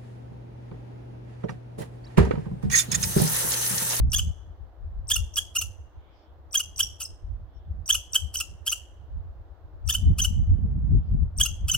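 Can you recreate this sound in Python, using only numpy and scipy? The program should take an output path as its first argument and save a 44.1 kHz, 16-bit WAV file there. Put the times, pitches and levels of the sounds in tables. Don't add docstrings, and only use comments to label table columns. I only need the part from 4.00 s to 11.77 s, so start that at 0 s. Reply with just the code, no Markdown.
import sys
import numpy as np
from scipy import signal
from scipy.fft import rfft, irfft, next_fast_len
from scipy.io import wavfile
from scipy.ndimage import uniform_filter1d

SR = 44100
rng = np.random.default_rng(int(sys.argv[2]) if len(sys.argv) > 2 else 0)


def master_out(mix):
    frames = np.transpose(np.atleast_2d(mix))
    ceiling = np.clip(frames, -1, 1)
    pcm = np.round(ceiling * 32767).astype(np.int16)
    wavfile.write(sys.argv[1], SR, pcm)


N = 342657
TIME = np.arange(N) / SR


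def undb(db):
    return 10 ** (np.asarray(db) / 20)


def unit(x):
    return x / np.sqrt(np.mean(x ** 2))


def over_hz(table, size, column=1):
    hz = np.maximum(np.arange(size // 2 + 1) * SR / size, 1)
    return np.interp(np.log(hz), np.log([row[0] for row in table]), [row[column] for row in table])


def noise(table):
    size = next_fast_len(N)
    spectrum = rfft(rng.standard_normal(size)) * undb(over_hz(table, size))
    return unit(irfft(spectrum, size)[:N])


def colour(x, table):
    cepstrum = irfft(np.log(undb(over_hz(table, 2048))))
    cepstrum[1:1024] *= 2
    cepstrum[1025:] = 0
    impulse = irfft(np.exp(rfft(cepstrum)))[:1024]
    return signal.fftconvolve(x, impulse)[:len(x)]


def walk(rate, size=N):
    hold = max(int(SR / rate), 1)
    steps = np.repeat(rng.standard_normal(size // hold + 1), hold)
    return 1.67 * uniform_filter1d(uniform_filter1d(steps, hold), hold)[:size]


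# frequency in Hz, relative level in dB.
HUSH_COLOUR = [(88, -41), (150, -12.5), (182, -20.5), (315, -4.5), (406, -8.5), (589, -6.5), (637, -7),
               (730, -7), (1690, -20), (2270, -30), (3700, -31.5), (9820, -52), (14800, -40), (16000, -47)]
# frequency in Hz, correlation from 0 to 1.
HUSH_ALIKE = [(130, 0.3), (290, 0.9), (500, .8), (900, 0.3), (1410, .35), (2500, 0), (16000, 0)]


def hush(level_db=-60.5):
    size = next_fast_len(N)
    alike = np.clip(over_hz(HUSH_ALIKE, size), 0, 1)
    mid, side = (rfft(rng.standard_normal(size)) * undb(over_hz(HUSH_COLOUR, size)) for _ in range(2))
    mid, side = mid * np.sqrt(1 + alike), side * np.sqrt(1 - alike)
    pair = np.array([irfft(mid + side, size)[:N], irfft(mid - side, size)[:N]])
    swell_db = .5 * walk(2)
    return unit(pair) * undb(level_db + swell_db + np.array([[-1.3], [1.3]]))


# start in seconds, length in seconds, centre in Hz, width in Hz, level in dB.
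TWITTERS = [(2.1, .19, 4900, 1100, -74), (1.9, .5, 3250, 600, -73), (1.92, .4, 2250, 400, -75),
            (3.45, .28, 3300, 600, -76), (3.53, .08, 5500, 200, -76), (6.9, .32, 3100, 900, -77),
            (7.02, .15, 4800, 900, -80)]


def twitters():
    out = np.zeros((2, N))
    for start, length, hz, width_hz, db in TWITTERS:
        a, size = int(start * SR), int(length * SR)
        sos = signal.butter(2, [hz - width_hz / 2, hz + width_hz / 2], "bandpass", fs=SR, output="sos")
        band = unit(signal.sosfilt(sos, rng.standard_normal((2, size))))
        out[:, a:a + size] += undb(db) * band * np.sqrt(np.hanning(size))
    return out


# time in seconds, pitch in Hz, level in dB.
MOAN = [(6.46, 490, -75), (6.48, 480, -60), (6.58, 440, -64), (6.66, 410, -60), (6.76, 410, -60),
        (6.78, 400, -80)]


def moan(waver=.07, flutter_db=3.0):
    times, hz, db = np.transpose(MOAN)
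    pitch = np.interp(TIME, times, hz) * (1 + waver * walk(60))
    level_db = np.interp(TIME, times, db, -200, -200) + flutter_db * walk(40)
    return undb(level_db) * np.sin(2 * np.pi * np.cumsum(pitch) / SR)


# time in seconds, level in dB,
# upper rumble against that level in dB, left minus right in dB.
GUSTS = [(0.0, -18, -12, -1), (0.17, -22, -13, 0), (0.43, -41, -22, 5), (0.79, -46, -22, 5),
         (0.91, -31, -19, 1), (1.24, -30, -19, 5), (1.41, -47, -22, 7), (1.64, -38, -22, -7),
         (2.17, -54, -18, 8), (2.86, -42, -22, 2), (3.16, -46, -22, 1), (3.33, -31, -21, -7),
         (3.58, -48, -18, 3), (3.72, -30, -15, 1), (4.07, -47, -22, 3), (4.27, -38, -22, 6),
         (4.9, -48, -19, -2), (5.19, -32, -22, -4), (5.43, -45, -22, 4), (5.65, -47, -22, 9),
         (5.9, -33, -14, 7), (5.99, -22, -9, 4), (6.12, -18, -8, 1), (6.23, -29, -11, 0),
         (6.35, -19, -14, 1), (6.58, -18, -6, -5), (6.8, -26, -8, -1), (6.95, -18, -7, 0),
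         (7.39, -30, -11, 2), (7.77, -28, -12, -2)]
# frequency in Hz, relative level in dB.
LOW_RUMBLE = [(8.8, -43.5), (15, -12), (30, -1), (50, 4.5), (68, 7), (90, 4), (119, -14), (200, -33),
              (260, -53), (440, -120)]


def wind(gust_db=3.5, port_db=3.0, upper_flutter_db=4.0, alike=0.3, ceiling=.45):
    times, low_db, upper_db, pan_db = np.transpose(GUSTS)
    shared_rumble, shared_db = noise(LOW_RUMBLE), gust_db * walk(22)
    out = []
    for side in (.5, -.5):
        quick_db = shared_db + port_db * walk(18)
        uneven = unit(undb(quick_db - uniform_filter1d(quick_db, SR // 5)))
        low = unit(np.sqrt(alike) * shared_rumble + np.sqrt(1 - alike) * noise(LOW_RUMBLE))
        upper = noise([(60, -49), (125, 5), (200, -4), (350, -29), (800, -52.5), (2000, -91.5)])
        upper = unit(upper * undb(upper_flutter_db * walk(30)))
        level = undb(np.interp(TIME, times, low_db + side * pan_db)) * uneven
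        out.append(level * (low + undb(np.interp(TIME, times, upper_db)) * upper))
    return ceiling * np.tanh(np.array(out) / ceiling)


# start in seconds, relative level in dB,
# left minus right in dB.
BUFFETS = [(0.044, -40, -13), (6.025, -49, 12.5), (6.118, -41, -22), (6.314, -51, -9.5), (6.517, -45, -6.5),
           (6.585, -39, -10), (6.839, -49, -10), (6.92, -39, -5), (6.946, -29.5, 2.0), (6.968, -38, -9)]


def buffets(push_s=.0009, boost_db=7):
    out = np.zeros((2, N))
    for start, db, pan_db in BUFFETS:
        span = slice(int(start * SR), int(start * SR) + 800)
        u = (TIME[span] - start) / push_s - 5
        push = -u * np.exp(-u ** 2 / 2)
        out[:, span] += undb(db + boost_db + np.array([[pan_db], [-pan_db]]) / 2) * push
    return out


# band centre in Hz, seconds for the near trunks' echo to fall 60 dB, relative level in dB.
FOREST_ECHO = [(1050, 0.12, -10.5), (2000, 0.2, -10), (3200, .33, -14.5), (4630, 0.26, -10.5),
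               (7640, 0.23, -9), (11000, 0.14, -14.5), (15000, 0.14, -12)]


def forest(x, twigs_db=4, twigs_t60=.045, far_db=-17, far_stretch=3.22, air_db_per_hz_s=.004):
    t, hz = np.arange(SR) / SR, np.maximum(np.arange(SR // 2 + 1), 1)
    out = []
    for _ in range(2):
        tail = 0
        for centre, t60, db in FOREST_ECHO:
            band = irfft(rfft(rng.standard_normal(SR)) * np.exp(-(np.log2(hz / centre) / 0.57) ** 2))
            twigs = undb(twigs_db - 60 * t / twigs_t60)
            near = undb(-60 * t / t60)
            air_loss_db = air_db_per_hz_s * centre * t
            far = undb(far_db - 60 * t / (t60 * far_stretch) - air_loss_db)
            tail = tail + undb(db) * band * (twigs + near + far) / np.sqrt(t60 * SR / 14)
        onset = np.clip(t / .0005 - 1, 0, 1)
        patchy = undb(walk(120, size=SR))
        sway = 1 + .2 * walk(400)
        out.append(signal.fftconvolve(x, tail * onset * patchy)[:N] * sway)
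    return np.array(out)


# frequency in Hz, phase lead of the left in radians, left minus right in dB.
PORT_CONTRAST = [(500, 0, -2), (1200, .5, -2.8), (1600, 0, -1), (2800, 0, -1.8), (3300, 1, 0),
                 (4300, .3, 1), (5600, 1.7, -2.4), (6200, 2.2, -1), (6800, 2.4, 1), (8000, 5.6, 3.5),
                 (9200, 7.3, 6), (10400, 7.4, 2.7), (12200, 8.5, 0), (12800, 8.6, -1), (14000, 13, 2.3),
                 (15200, 14.1, 3.7)]


def ports(x):
    size = next_fast_len(N + 4096)
    lead, pan_db = over_hz(PORT_CONTRAST, size), over_hz(PORT_CONTRAST, size, column=2)
    half = undb(pan_db / 2) * np.exp(.5j * lead)
    spectrum = rfft(x, size)
    return np.array([irfft(spectrum * half, size)[:N], irfft(spectrum / half, size)[:N]])


# start in seconds, length in seconds, middle pitch in Hz, level in dB.
SQUEAKS = [(0.159, 0.016, 6340, -19.5), (1.132, 0.015, 6360, -20.5), (1.578, 0.017, 6260, -19.5),
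           (2.572, 0.014, 6220, -22), (2.823, 0.014, 5760, -24.5), (3.05, 0.01, 5300, -30),
           (3.923, 0.013, 6190, -19), (4.694, 0.014, 6150, -21.5), (5.924, 0.0092, 6020, -22.5),
           (6.215, 0.018, 6190, -19.5), (7.427, 0.015, 6230, -19.5), (7.712, 0.015, 6220, -23)]
# start of the chip in seconds, then the levels of the three notes in dB.
LEAD_INS = [(0.119, -49.5, -46.5, -21.5), (1.09, -44, -34, -25), (1.358, -39, -44, -24),
            (2.53, -52, -41.5, -27.5), (2.78, -33, -39, -23), (3.046, -20.5, -38, -60),
            (3.878, -41.5, -43, -26.5), (4.133, -55, -41, -23), (4.388, -23.5, -38.5, -23.5),
            (5.876, -55, -45.5, -27), (7.385, -45, -35.5, -25.5)]
# seconds ahead of the chip, length in seconds,
# first, middle and last pitch in Hz, swell from middle to end in dB.
LEAD_NOTES = [(.0195, .007, 5200, 6000, 6500, -2.5), (.013, .014, 7800, 8500, 7700, 2.5),
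              (0, .004, 6450, 5750, 5300, -1.5)]


def whistled_notes():
    notes = [(start, length, .945 * hz, hz, .965 * hz, db, 1.5) for start, length, hz, db in SQUEAKS]
    for chip, *levels in LEAD_INS:
        for (ahead, length, first, middle, last, swell_db), db in zip(LEAD_NOTES, levels):
            notes.append((chip - ahead, length, first, middle, last, db, swell_db))
    return notes


def whistles(octave_db=-18, jitter=0.011, shake_db=3.0, air_db=-22):
    out = np.zeros(N)
    wobble, shake = walk(600), walk(300)
    for start, length, first_hz, mid_hz, last_hz, db, swell_db in whistled_notes():
        a = int(start * SR)
        b = a + int(length * SR)
        u = np.linspace(-1, 1, b - a)
        hz = mid_hz + (np.where(u < 0, first_hz, last_hz) - mid_hz) * (np.abs(u) / .85) ** 3
        phase = 2 * np.pi * np.cumsum(hz * (1 + jitter * wobble[a:b])) / SR
        level_db = db + swell_db * u - abs(swell_db) * .5 + shake_db * shake[a:b]
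        octave = undb(octave_db) * (mid_hz < 7500) * np.sin(2 * phase)
        air = undb(air_db) * np.diff(rng.standard_normal(b - a + 1))
        out[a:b] += undb(level_db) * (1 - u ** 2) ** .6 * (np.sin(phase) + octave + air)
    return out


# start in seconds, length in seconds,
# top pitch in Hz, then voice and rasp levels in dB before their colouring.
BARKS = [(0.128, 0.024, 1715, -14.5, -21), (0.177, 0.024, 1430, -22, -25.5), (1.097, 0.027, 1750, -15, -22),
         (1.155, 0.015, 1437, -16.5, -22.5), (1.364, 0.028, 1725, -15, -22.5),
         (1.549, 0.025, 1410, -17, -27), (1.61, 0.018, 1410, -19.5, -25), (2.539, 0.025, 1703, -13.5, -22),
         (2.592, 0.02, 1465, -18.5, -28), (2.788, 0.026, 1632, -15, -20.5),
         (2.999, 0.029, 1460, -27.5, -29.5), (3.888, 0.024, 1701, -12, -20.5),
         (3.94, 0.021, 1487, -16.5, -24), (4.141, 0.025, 1590, -15.5, -21.5),
         (4.338, 0.027, 1450, -28.5, -27.5), (4.398, 0.018, 1418, -16.5, -25),
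         (4.661, 0.027, 1620, -16, -24.5), (4.714, 0.0214, 1462, -16.5, -24.5),
         (5.885, 0.028, 1790, -12, -22), (5.935, 0.023, 1528, -16.5, -26),
         (6.181, 0.027, 1591, -17.5, -25.5), (6.237, 0.021, 1504, -15.5, -25.5),
         (7.395, 0.024, 1640, -12.5, -22), (7.447, 0.022, 1450, -17, -26.5),
         (7.679, 0.028, 1506, -19.5, -27), (7.731, 0.026, 1478, -16.5, -27)]
# frequency in Hz, gain in dB.
THROAT = [(600, -50), (950, -30), (1230, -14), (1420, -24), (1680, -21), (2050, -36), (2600, -8.5),
          (3100, 2.5), (3450, -2.5), (3800, -28), (4500, -35.5), (6200, -11), (8000, -14), (9500, -26),
          (11500, -16.5), (16000, -33.5)]
# frequency in Hz, gain in dB.
RASP = [(600, -28), (1300, -11.5), (2050, -29), (2900, 2), (3800, -16), (5000, -2.5), (6500, -2),
        (8000, -4.5), (9300, -6), (11000, 2), (12800, -5), (15000, -11)]


def barks(slack_hz=1190, rise=.84, sag=.04, jitter=.038, hoarse=.006, shake_db=2.0, leak_s=.012):
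    voice, air = np.zeros(N), np.zeros(N)
    wobble, shake = walk(700), walk(350)
    breath = rng.standard_normal(N)
    leak = int(leak_s * SR)
    for start, length, top_hz, voice_db, rasp_db in BARKS:
        a = int(start * SR)
        b = min(a + int(length * SR), N)
        u = np.linspace(0, 1, b - a)
        climb = np.sin(np.pi / 2 * np.minimum(u / rise, 1)) ** 2
        droop = 1 - sag * np.maximum(u - rise, 0) / (1 - rise)
        hz = (slack_hz + (top_hz - slack_hz) * climb) * droop
        unsteady = jitter * (1.15 - climb) + hoarse * max(rasp_db - voice_db + 10, 0)
        phase = 2 * np.pi * np.cumsum(hz * (1 + unsteady * wobble[a:b])) / SR
        overtones = sum(np.cos(k * phase) * (k * hz < 17000) for k in range(1, 15))
        loudest_at = np.clip(.65 + .9 * (top_hz - 1450) / 1000, .1, .9)
        effort_db = np.interp(u, [0, loudest_at, 1], [-19, 0, -6]) + shake_db * shake[a:b]
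        edges = np.clip(u / .2, 0, 1) * np.clip((1 - u) / .1, 0, 1)
        voice[a:b] = undb(voice_db + effort_db) * edges * overtones
        exhale = np.clip(u / 0.19, 0, 1) ** 1.5 * np.clip((1 - u) / .3, 0, 1)
        air[a:b] += undb(rasp_db) * exhale * (1 + .5 * np.cos(phase))
        air[a - leak:a + leak] += undb(rasp_db - 22) * np.hanning(2 * leak)
    return colour(voice, THROAT) + colour(air * breath, RASP)


def scene():
    squirrel = barks() + whistles()
    return ports(squirrel) + forest(squirrel) + wind() + buffets() + hush() + twitters() + moan()


def record(dry, top_hz=15950):
    return signal.sosfilt(signal.ellip(14, .2, 95, top_hz, fs=SR, output="sos"), dry)


dry = scene()
out = record(dry)
master_out(out)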